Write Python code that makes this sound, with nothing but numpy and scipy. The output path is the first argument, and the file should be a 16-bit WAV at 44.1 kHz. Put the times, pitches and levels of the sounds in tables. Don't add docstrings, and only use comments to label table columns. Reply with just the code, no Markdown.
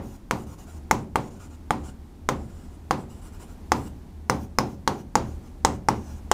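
import sys
import numpy as np
from scipy import signal
from scipy.fft import rfft, irfft, next_fast_len
from scipy.io import wavfile
from scipy.ndimage import map_coordinates

SR = 44100
rng = np.random.default_rng(int(sys.argv[2]) if len(sys.argv) > 2 else 0)


def pcm_store(signal):
    levels = np.round(np.clip(np.atleast_2d(signal), -1, 1) * 32767)
    wavfile.write(sys.argv[1], SR, levels.astype(np.int16).T)


N = 279281
T = np.arange(N) / SR
RING, SHORT = T[:SR], T[:SR // 16]

# frequency_hz, density_db
AIR_SPECTRUM = [(20, -15), (40, -0.5), (58, -10), (80, 2.5), (105, -18.5), (160, -14.5), (250, -13.5),
                (350, -19.5), (550, -31.5), (800, -29), (1300, -38.5), (3000, -46), (8000, -50),
                (16000, -55.5)]
# frequency_hz, density_db
BOOM_SPECTRUM = [(50, -23), (110, 2), (200, 0.5), (380, 0), (460, -4.5), (650, -6), (850, 1), (1080, -1.5),
                 (1300, -9), (1700, -16), (2200, -17), (2900, -22.5), (5500, -26), (9000, -31),
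                 (15000, -26)]
# frequency_hz, t60_s
BOOM_DECAY = [(100, 0.7), (400, 0.49), (900, 0.27), (2000, 0.29), (6000, 0.24), (14000, 0.037)]
# pitch_hz, level_db, t60_s
BOARD_MODES = [(71.9, -37.5, 0.6), (116.4, -32, 0.84), (140.6, -33, 0.43), (197.6, -36.5, 1),
               (216.4, -30.5, 0.56), (230.7, -32, 0.52), (266.6, -37, 0.53), (293.2, -29.5, 0.43),
               (330, -53.5, 0.32), (376, -33.5, 0.38), (416.6, -39, 0.43), (524.5, -23, 0.16),
               (560, -44, 0.83), (750, -34.5, 0.32)]
# start_s, end_s, level_db
STROKES = [(0.015, 0.174, -59), (0.327, .45, -56), (0.459, 0.555, -54.5), (0.575, 0.657, -57),
           (0.661, 0.792, -54), (0.928, 1.055, -59.5), (1.185, 1.294, -53.5), (1.3, 1.385, -59),
           (1.389, 1.478, -54), (1.495, 1.564, -54.5), (1.72, 1.84, -62), (1.829, 1.909, -51),
           (2.313, 2.767, -62), (2.932, 3.05, -60.5), (3.089, 3.21, -58.5), (3.208, 3.295, -54.3),
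           (3.316, 3.383, -61), (3.389, 3.455, -52), (3.46, 3.547, -59.5), (3.74, 3.888, -53),
           (4.32, 4.46, -58.5), (4.594, 4.758, -58), (4.903, 5.027, -58.5), (5.18, 5.371, -60.5),
           (5.41, 5.493, -61.5), (5.672, 5.771, -55.5), (5.9, 6.2, -58)]
# frequency_hz, density_db
RUB_SPECTRUM = [(300, -3), (750, 7), (1100, 0.5), (1400, 5), (1850, -10.5), (2150, -8), (2500, -8),
                (3050, -5.5), (4000, -16), (8000, -41), (16000, -20)]
HISS_SPECTRUM = [(2000, -56), (4200, -1), (5400, 0.5), (6000, 3), (7200, -15.5), (9400, 1.5), (10600, -6.5),
                 (11700, -4), (13000, -6), (15000, -6), (16000, -13)]
# time_s, gain_db
HISS_SHEEN = [(0, 6.5), (1.8, -6), (2.9, -2), (4.4, 7), (5.3, 0), (6.1, -1)]
# time_s, pitch_hz
GRIP_PITCH = [(0, 6800), (1.8, 7230), (3.85, 7500), (4.3, 6620), (6.2, 6370)]
# start_s, force_db, ring_db, ring_hz, clack_db, crack_db, nib_hz, nib_db
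TOUCHDOWNS = [(0.3104, -12, -37, 1130, 2.5, 1, 6050, -9), (0.9112, -8, -8.7, 890, 11, -11, 6160, 3),
              (1.1571, -7, -11, 890, -1.5, -0.5, 8400, -9.5), (1.7068, -8.5, -11.5, 855, 0, -2, 8500, -10),
              (2.2891, -8, -19, 1020, 1.5, 0.5, 6460, -4.5), (2.909, -5, -13, 816, -9, -0.5, 4900, -3.5),
              (3.7191, -4, -9.5, 845, 3.5, -1, 6200, 0.5), (4.2977, -7, -19, 970, 4.5, -5, 5500, 0),
              (4.5862, -5.5, -25, 955, 2.5, -23, 5170, 2), (4.8761, -5.5, -13, 935, -9, 6.5, 5700, -3),
              (5.1545, -5, -8.5, 898, -3.5, -6.5, 5960, 2.3), (5.649, -3, -8.5, 885, 3.5, 8, 6800, 4),
              (5.8861, -6, -7, 882, 0, -15, 5500, -1.5), (6.3147, -1.5, -12.5, 834, 2, 10.5, 6470, 3)]
# pitch_hz, level_db, t60_s
BARREL_MODES = [(1360, -14.5, 0.0063), (1726, -23, 0.0084), (1958, -23, 0.015)]
# frequency_hz, density_db
CRACK_SPECTRUM = [(1700, 1), (2300, -28), (2750, 7.5), (3800, 2), (4600, -2.5), (8000, -5), (15500, -27)]
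EDGE_SPECTRUM = [(5000, -9.5), (10000, -1.5), (15000, -11), (16000, 2)]
RATTLE_SPECTRUM = [(2500, -33), (4200, -4), (5000, 10.5), (7700, 5), (9500, -1), (12000, -52), (15500, -11)]


def undb(db):
    return 10 ** (np.asarray(db) / 20)


def unit(x):
    return x / np.sqrt(np.mean(x ** 2))


def along(points, hz):
    f, value = np.transpose(points)
    return np.interp(np.log(np.maximum(hz, 1)), np.log(f), value)


def colour(x, points):
    size = next_fast_len(len(x))
    gain = undb(along(points, np.arange(size // 2 + 1) * SR / size))
    return irfft(rfft(x, size) * gain, size)[:len(x)]


def resonate(x, hz, width_hz):
    return signal.lfilter(*signal.iirpeak(hz, hz / width_hz, fs=SR), x)


def fade(t, t60):
    return np.exp(-np.log(1000) * t / t60)


def mode(t, hz, t60):
    return -np.sin(2 * np.pi * hz * t) * fade(t, t60)


def burst(points, t60):
    return unit(colour(rng.standard_normal(len(SHORT)), points)) * fade(SHORT, t60)


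def walk(rate):
    return 1.2 * np.interp(T * rate, np.arange(N // 64), rng.standard_normal(N // 64))


def add(out, start_s, x):
    i = int(round(start_s * SR))
    out[i:i + len(x)] += x[:len(out) - i]


def ventilation(air_db=-41, hum_db=-49, hum_hz=72.9, swell_db=1, waver_db=3):
    air = unit(colour(rng.standard_normal(N), AIR_SPECTRUM)) * undb(swell_db * walk(3.53))
    phase = 2 * np.pi * hum_hz * T + walk(3.8)
    hum = unit(np.sin(phase) * undb(waver_db * walk(5)))
    return undb(air_db) * air + undb(hum_db) * hum


def board_boom(dense_db=-23, modes_db=-1, spread_s=0.0024, fill_s=0.014, place_db=2):
    spectrum = rfft(unit(colour(rng.standard_normal(len(RING)), BOOM_SPECTRUM)))
    hz = np.maximum(np.arange(len(spectrum)) * SR / len(RING), 1)
    dense, modes = np.zeros((2, len(RING)))
    for centre_hz in 62.5 * 2. ** np.arange(9):
        octave = np.maximum(1 - abs(np.log2(hz / centre_hz)), 0)
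        dense += irfft(spectrum * octave, len(RING)) * fade(RING, along(BOOM_DECAY, centre_hz))
    for pitch_hz, level_db, t60 in BOARD_MODES:
        weight = rng.choice([-1, 1]) * undb(level_db + place_db * rng.standard_normal())
        modes += weight * mode(RING, pitch_hz, t60)
    dense *= 1 - np.exp(-RING / spread_s)
    modes *= 1 - np.exp(-RING / fill_s)
    return undb(dense_db) * dense + undb(modes_db) * modes


def friction(pressure_db=2.7, rub_db=0.7, hiss_db=-7, sheen_hz=10500,
             nib_db=-5, width_hz=1100, glide_hz=200, upper_ratio=1.25, upper_db=-7):
    bumps = rng.standard_normal((4, N)) * undb(pressure_db * walk(26))
    rub = undb(rub_db) * unit(colour(bumps[0], RUB_SPECTRUM))
    hiss = undb(hiss_db) * unit(colour(bumps[1], HISS_SPECTRUM))
    treble = signal.sosfiltfilt(signal.butter(3, sheen_hz, "high", fs=SR, output="sos"), hiss)
    hiss += (undb(np.interp(T, *np.transpose(HISS_SHEEN))) - 1) * treble
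    flutter = signal.lfilter(*signal.butter(2, width_hz / 2, fs=SR), bumps[2] + 1j * bumps[3])
    nib_hz = np.interp(T, *np.transpose(GRIP_PITCH)) + glide_hz * walk(33)
    phase = 2 * np.pi * np.cumsum(nib_hz) / SR
    lower = flutter * np.exp(1j * phase)
    upper = undb(upper_db) * flutter[::-1] * np.exp(1j * upper_ratio * phase)
    return rub + hiss + undb(nib_db) * unit(np.real(lower + upper))


def sliding(ramp_s=0.012, swing_db=2.5, lean_db=1, hand_db=-9, room_db=-5):
    noise = friction()
    out = np.zeros(N)
    for start_s, end_s, level_db in STROKES:
        span = slice(int(start_s * SR), int(end_s * SR))
        t = T[span] - T[span][0]
        gate = np.clip(np.minimum(t, t[-1] - t) / ramp_s, 0, 1)
        progress = t / t[-1]
        effort_db = swing_db * (np.sin(np.pi * progress) - 1) + lean_db * (progress - .5)
        stroke = undb(level_db + effort_db) * gate * noise[span]
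        lag_samples = np.linspace(*rng.uniform(20, 60, 2), len(t))
        delayed = map_coordinates(stroke, [np.arange(len(t)) - lag_samples])
        add(out, start_s, stroke + undb(hand_db) * delayed)
    return out + undb(room_db) * room(out, t60=0.15)


def room(x, t60):
    walls = rng.standard_normal(len(RING)) * fade(RING, t60)
    return signal.fftconvolve(x, walls / np.linalg.norm(walls))[:N]


def panel_knock(force_db, ring_db, ring_hz, clack_db,
                contact_s=0.00053, dent_db=-7, low_db=-21, swell_s=0.0025):
    mid_force_db, sag_hz_per_db = -4.5, 27
    knock_hz = 1078 - sag_hz_per_db * (force_db - mid_force_db)
    dent = -np.sin(np.pi * np.minimum(SHORT / contact_s, 1))
    low = mode(SHORT, hz=510, t60=0.075)
    knock = undb(dent_db) * dent + mode(SHORT, knock_hz, t60=0.011) + undb(low_db) * low
    swell = (SHORT / swell_s * np.exp(1 - SHORT / swell_s)) ** 2
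    ring = -np.sin(2 * np.pi * ring_hz * SHORT) * swell
    stiffening = (knock_hz / 1050) ** 0.49
    clack = sum(undb(db + rng.standard_normal()) * mode(SHORT, hz * stiffening, t60)
                for hz, db, t60 in BARREL_MODES)
    body = undb(force_db) * knock + undb(ring_db) * ring + undb(clack_db) * clack
    cutoff_hz = 2400 * stiffening
    return signal.sosfilt(signal.butter(7, cutoff_hz, fs=SR, output="sos"), body)


def nib_tick(crack_db, nib_hz, nib_db, sharp_db, width_hz=1700, rattle_db=-19, tone_db=-22):
    crack = undb(crack_db - 25) * burst(CRACK_SPECTRUM, t60=0.025)
    edge = undb(sharp_db - 25) * burst(EDGE_SPECTRUM, t60=0.017)
    noise = rng.standard_normal(len(SHORT))
    band = resonate(resonate(noise, nib_hz, width_hz), nib_hz, width_hz)
    tone = undb(tone_db) * unit(band) * fade(SHORT, t60=0.027)
    rattle = undb(rattle_db) * burst(RATTLE_SPECTRUM, t60=0.0086)
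    return crack + edge + undb(nib_db) * (rattle + tone)


def taps(echo_db=-17, echo_s=0.0055, room_db=-14):
    board, ticks = np.zeros((2, N))
    for start_s, force_db, ring_db, ring_hz, clack_db, crack_db, nib_hz, nib_db in TOUCHDOWNS:
        knock = panel_knock(force_db, ring_db, ring_hz, clack_db)
        add(board, start_s, knock)
        add(board, start_s + echo_s * rng.uniform(0.773, 1.7), undb(echo_db) * knock)
        boom_db = 0.07 + 0.26 * nib_db
        add(board, start_s, undb(boom_db) * board_boom())
        sharp_db = 0.49 * nib_db + 0.57 * clack_db
        add(ticks, start_s, nib_tick(crack_db, nib_hz, nib_db, sharp_db))
    add(board, 0, board_boom()[SR // 12:])
    return board + ticks + undb(room_db) * room(ticks, t60=0.23)


def scene():
    return (taps() + sliding() + ventilation())[None]


def record(dry, cutoff_hz=15500):
    lowpass = signal.ellip(10, .2, 85, cutoff_hz, fs=SR, output="sos")
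    return signal.sosfilt(lowpass, np.clip(dry, -1, 1))


dry = scene()
out = record(dry)
pcm_store(out)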